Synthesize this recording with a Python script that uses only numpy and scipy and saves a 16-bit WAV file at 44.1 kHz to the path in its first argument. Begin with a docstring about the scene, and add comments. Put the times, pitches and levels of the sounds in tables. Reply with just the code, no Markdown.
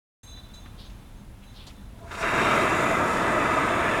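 """A small pile of powder burns on the ground before a brick wall, lit with a glowing stick.
First a piece of metal rings faintly in the quiet yard, over a low rumble and a thin electrical whine.
The powder fizzes and spits as the stick heats it, then catches with a low flutter about two seconds in.
It flares up and settles to a steady roar of turbulent gas under a hiss of burning grains and tiny sparks."""
import sys
import numpy as np
from scipy import signal
from scipy.fft import rfft, irfft
from scipy.io import wavfile

SR = 44100
rng = np.random.default_rng(int(sys.argv[2]) if len(sys.argv) > 2 else 0)


def persist_wave(psi):
    """Save psi, clipped to +-1, as 16-bit WAV."""
    counts = np.round(np.clip(psi, -1, 1) * 32767).astype(np.int16)
    wavfile.write(sys.argv[1], SR, np.atleast_2d(counts).T)


N = 176400
T, HZ = np.arange(N) / SR, np.fft.rfftfreq(N, 1 / SR) + 1e-3


def amp(db):
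    """Decibels to gain."""
    return 10 ** (np.asarray(db) / 20)


def unit(x):
    """Scales to rms 1."""
    return x / np.sqrt(np.mean(x ** 2) + 1e-20)


def curve(rows, column=1):
    """An envelope drawn through one column of a time table."""
    rows = np.array(rows)
    return np.interp(T, rows[:, 0], rows[:, column])


def spectrum(rows):
    """An EQ curve drawn through (freq_hz, level_db) points."""
    hz, db = np.transpose(rows)
    return amp(np.interp(np.log(HZ), np.log(hz), db))


def bell(x, centre, width):
    """A bell curve of height 1."""
    return np.exp(-.5 * ((x - centre) / width) ** 2)


def shaped(x, gain):
    """Filters x by a gain per frequency."""
    return irfft(rfft(x) * gain, N)


def noise(gain):
    """Noise of rms 1 with the given spectrum."""
    return unit(shaped(rng.standard_normal(N), gain))


def below(hz):
    """Gain of a gentle low-pass."""
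    return 1 / (1 + (HZ / hz) ** 4)


def yard():
    """The outdoor bed: low rumble, faint air and a distant hum."""
    # tone of the ambience: freq_hz, level_db
    bed_eq = [(12, -36), (20, -4), (43, -0.5), (69, -4.5), (109, -6.5), (166, -16), (202, -11.5),
              (458, -26.5), (513, -26.5), (1010, -29.5), (1820, -36), (3490, -38.5), (4630, -44),
              (10800, -47.5), (16900, -51)]
    # its slow swells: time_s, rumble_db, air_offset_db
    swells = [(.23, -46.5, 3), (.6, -44.5, 2.5), (.9, -44, 3), (1.3, -43.5, 0), (1.48, -48, 1.5),
              (1.6, -45.5, 3.5), (1.85, -43, 1.5), (4.0, -44, -11)]
    air_db, crossover_hz = -43.5, 610
    bed = noise(spectrum(bed_eq))
    rumble = shaped(bed, below(crossover_hz))
    air = bed - rumble
    hum = amp(-59) * noise(bell(HZ, centre=197, width=6.5))
    return rumble * amp(curve(swells)) + air * amp(air_db + curve(swells, column=2)) + hum


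def whine():
    """A thin electrical whine: two close, steady tones, each in a narrow halo of noise."""
    # the tones: pitch_hz, level_db
    tones = [(10643, -77.5), (10707, -73)]
    return sum(amp(db) * (np.sin(2 * np.pi * hz * T) + .3 * noise(bell(HZ, hz, width=40)))
               for hz, db in tones)


def metal():
    """Light knocks and rubs ring close pairs of modes in the metal, which beat and waver as they die."""
    # the touches: start_s, level_db, tilt_db_per_octave, rise_s
    clinks = [(.229, -57.5, 10.5, 0.0025), (.262, -50.5, -1, 0.011), (.34, -54, -11, 0.01),
              (.405, -60, -35, 0.012), (.535, -53, -3, .004), (.845, -65, 2, .015), (.99, -69, -14, 0.027),
              (1.15, -71, 6, .03), (1.42, -70, 2, .025), (1.465, -62.5, -6, .012), (1.745, -64, -12, .025),
              (1.97, -68.5, -8, 0.028)]
    # modes of the metal: pitch_hz, gain_db, t60_s, beat_hz
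    modes = [(3560, -4.5, 0.85, 6.5), (3953, -0.5, 0.68, 15), (6200, -18, .5, 9), (6414, -3, 0.42, 5.1),
             (7450, -14, .4, 11), (8145, -18, 0.38, 18), (9500, -21, 0.36, 13), (11569, -27, .3, 8)]
    pivot_hz = 3900
    out = np.zeros(N)
    for hz, mode_db, t60, beat_hz in modes:
        energy = np.zeros(N)
        for start, knock_db, tilt, rise in clinks:
            attack = np.clip((T - start) / rise, 0, 1)
            decay_db = 60 * np.maximum(T - start, 0) / t60
            energy += (attack * amp(knock_db + tilt * np.log2(hz / pivot_hz) - decay_db)) ** 2
        tone = np.sin(2 * np.pi * hz * T)
        twin = .35 * np.sin(2 * np.pi * ((hz + beat_hz) * T + rng.random()))
        waver = noise(bell(HZ, hz, width=30.2))
        out += amp(mode_db) * np.sqrt(energy) * (tone + twin + waver)
    return out


def ignition():
    """The powder fizzes and spits at the glowing tip, and the first flame murmurs as it catches."""
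    # resonances of the first flame: centre_hz, width_hz, gain_db
    resonances = [(420, 50, -7.5), (674, 19, 3.5), (990, 42, -7)]
    # swells of its murmur: peak_s, half_length_s, level_db
    catches = [(1.96, 0.012, -53), (2.048, .024, -43), (2.172, 0.027, -43), (2.242, 0.024, -31.5)]
    # fizzes of the heating powder: peak_s, rise_s, fall_s, level_db, centre_hz
    fizzes = [(.805, 0.015, 0.048, -49.5, 3640), (1.432, 0.0091, 0.017, -57.5, 2600),
              (1.57, .016, .015, -51.5, 3900), (1.605, 0.015, 0.039, -50.5, 3350),
              (1.682, 0.0087, .007, -48.5, 3870), (1.701, .005, 0.011, -54, 2750),
              (2.218, .02, 0.023, -47, 5170), (2.215, 0.023, 0.014, -52, 8000)]
    # single grains spitting: start_s, level_db, fall_s, centre_hz
    spits = [(0.374, -50, .012, 1100), (.541, -56, .03, 5000), (0.658, -45.5, 0.011, 1500),
             (.80, -59, .02, 6000), (0.899, -53, 0.013, 2470), (1.437, -60, .01, 7000),
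             (1.667, -48, 0.03, 4070), (1.671, -51, 0.023, 700), (2.08, -52, 0.0088, 2520),
             (2.113, -38.5, 0.011, 1780), (2.151, -36, 0.007, 1800)]
    fizz_octaves, spit_octaves, spit_attack_s = .33, .84, .0015
    murmur = noise(sum(amp(db) * bell(HZ, hz, width) for hz, width, db in resonances))
    out = murmur * sum(amp(db) * bell(T, peak, half_length) for peak, half_length, db in catches)
    grit_db = noise(below(250))  # a fast 1 dB tremble roughens the fizzes
    for peak, rise, fall, db, hz in fizzes:
        swell = bell(T, peak, np.where(T < peak, rise, fall))
        out += amp(db + grit_db) * swell * noise(bell(np.log2(HZ / hz), 0, fizz_octaves))
    for start, db, fall, hz in spits:
        age = np.maximum(T - start, 0)
        burst = np.minimum(age / spit_attack_s, 1) * np.exp(-age / fall)
        out += amp(db) * burst * noise(bell(np.log2(HZ / hz), 0, spit_octaves))
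    return out


def sparks(per_s):
    """Tiny sparks: randomly timed clicks of nearly equal strength."""
    clicks = (rng.random(N) < per_s / SR) * rng.choice([-1, 1], N)
    return clicks * amp(-.5 * np.minimum(rng.exponential(1, N), 5))


def flame_colour(x):
    """A moving EQ: peaks and hollows glide from flare to steady burn while random patches drift."""
    # peaks and hollows of the flame: flare_hz, steady_hz, width_hz, flare_db, steady_db
    bands = [(362, 320, 62, 2.5, 2), (543, 580, 31, -0.5, -1.5), (650, 638, 41, 5.5, 7),
             (773, 835, 49, -4, -6.5), (955, 900, 39, 1, 3.5), (1380, 1270, 56, 3, 5),
             (1490, 1460, 46, -3, -2), (1900, 1870, 54, -5.5, -4.5), (2050, 2020, 75, 0.5, 3),
             (2130, 2134, 21, -3, -8), (2830, 2675, 28, 6.5, 6), (3000, 2760, 66, -4.5, -4),
             (3470, 3700, 42, -13, -4.5), (3700, 3580, 100, 6.5, 5.5), (4600, 4900, 81, 6, 1),
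             (5580, 5500, 150, 6, 2), (6900, 6900, 200, 3, 5.5), (7400, 7300, 110, 3, 1.5),
             (9400, 8700, 280, -3, 1)]
    # depth of the drifting patches, greatest in the treble: freq_hz, depth_db
    patch_depth = [(300, 0.1), (1500, 1.3), (3000, 1.5), (7000, 2.4), (10000, 1.7), (15000, -1)]
    glide_start_s, glide_end_s = 2.33, 2.85
    patch_hz, patch_s = 50.3, .058
    hz, t, frames = signal.stft(x, SR, nperseg=2048, noverlap=1536)
    hz = hz[:, None]
    glide = np.clip((t - glide_start_s) / (glide_end_s - glide_start_s), 0, 1)
    eq_db = sum((db0 + (db1 - db0) * glide) * bell(hz, hz0 + (hz1 - hz0) * glide, width)
                for hz0, hz1, width, db0, db1 in bands)
    patch_shape = bell(hz, hz.mean(), patch_hz) * bell(t, t.mean(), patch_s)
    patches = unit(signal.fftconvolve(rng.standard_normal(frames.shape), patch_shape, "same"))
    drift_db = patches * np.interp(hz, *np.transpose(patch_depth))
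    return signal.istft(frames * amp(eq_db + drift_db), SR, nperseg=2048, noverlap=1536)[1][:N]


def flame():
    """Turbulent gas roars and grains hiss and spark; the flame sputters until the whole pile burns."""
    # envelope of the burn, ahead of the shelves and trim: time_s, roar_db, hiss_db
    burn = [(1.96, -59, -76), (2.05, -49.5, -65), (2.10, -45, -58), (2.125, -39, -51), (2.18, -37, -49.5),
            (2.21, -34.5, -46.5), (2.232, -27, -47), (2.32, -26, -46), (2.39, -23, -43.5),
            (2.58, -22.5, -42), (2.74, -24, -44), (2.9, -23, -43), (3.03, -22.5, -46), (3.13, -24, -43.5),
            (3.25, -23, -46), (3.85, -24, -46.5), (4.0, -25, -46)]
    # tone of the turbulent roar: freq_hz, level_db
    roar_eq = [(25, -17), (90, -3), (330, 0), (500, -2), (1200, 1), (1900, -2.5), (2650, -8.5), (3000, -17),
               (3900, -20), (4300, -34), (8000, -56)]
    # tone of the burning grains: freq_hz, level_db
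    hiss_eq = [(1500, -16), (4200, -1), (6000, -1), (7500, 0), (9300, -1.5), (11000, -8), (13500, -13),
               (16000, -21), (17000, -30)]
    # low shelf on the roar, growing with the flame: time_s, gain_db
    low_shelf = [(2.1, -2.5), (2.25, -0.5), (2.5, 1), (2.9, 0.5), (4.0, -0.5)]
    # high shelf on the roar, dull at ignition and brightest in the flare: time_s, gain_db
    high_shelf = [(2.03, -10), (2.11, 4.5), (2.25, 3.5), (2.6, 2), (3.0, -3.5), (4.0, 0.5)]
    flutter_db, flutter_hz, sputter_db, settled_s = .06, 24.7, 3, 2.25
    trim_db = .5
    lit = np.clip((T - burn[0][0]) / .04 + 1, 0, 1)
    unrest_db = flutter_db + sputter_db * np.clip((settled_s - T) / .2, 0, 1)
    flutter = amp(unrest_db * noise(below(flutter_hz)))
    roar = unit(flame_colour(noise(spectrum(roar_eq))))
    lows, highs = shaped(roar, below(hz=455)), shaped(roar, 1 - below(hz=1120))
    roar += lows * (amp(curve(low_shelf)) - 1) + highs * (amp(curve(high_shelf)) - 1)
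    roar *= flutter * amp(curve(burn))
    crackle = amp(-2) * unit(shaped(sparks(per_s=1500), spectrum(hiss_eq)))
    hiss = unit(flame_colour(noise(spectrum(hiss_eq)) + crackle))
    hiss *= np.sqrt(flutter) * amp(curve(burn, column=2))
    return lit * amp(trim_db) * (roar + hiss)


def scene():
    """The burning powder, the metal and the background in one mono mix."""
    return (flame() + ignition() + metal() + yard() + whine())[None]


def record(dry):
    """The sound cuts in after a short silence; a steep low-pass takes off the very top."""
    start_s, fade_s, cutoff_hz = .231, .0033, 16900
    fade_in = np.clip((T - start_s) / fade_s, 0, 1)
    low_pass = signal.firwin(511, cutoff_hz, window=("kaiser", 9), fs=SR)
    return signal.oaconvolve(dry * fade_in, low_pass[None], "same")


dry = scene()
out = record(dry)
persist_wave(out)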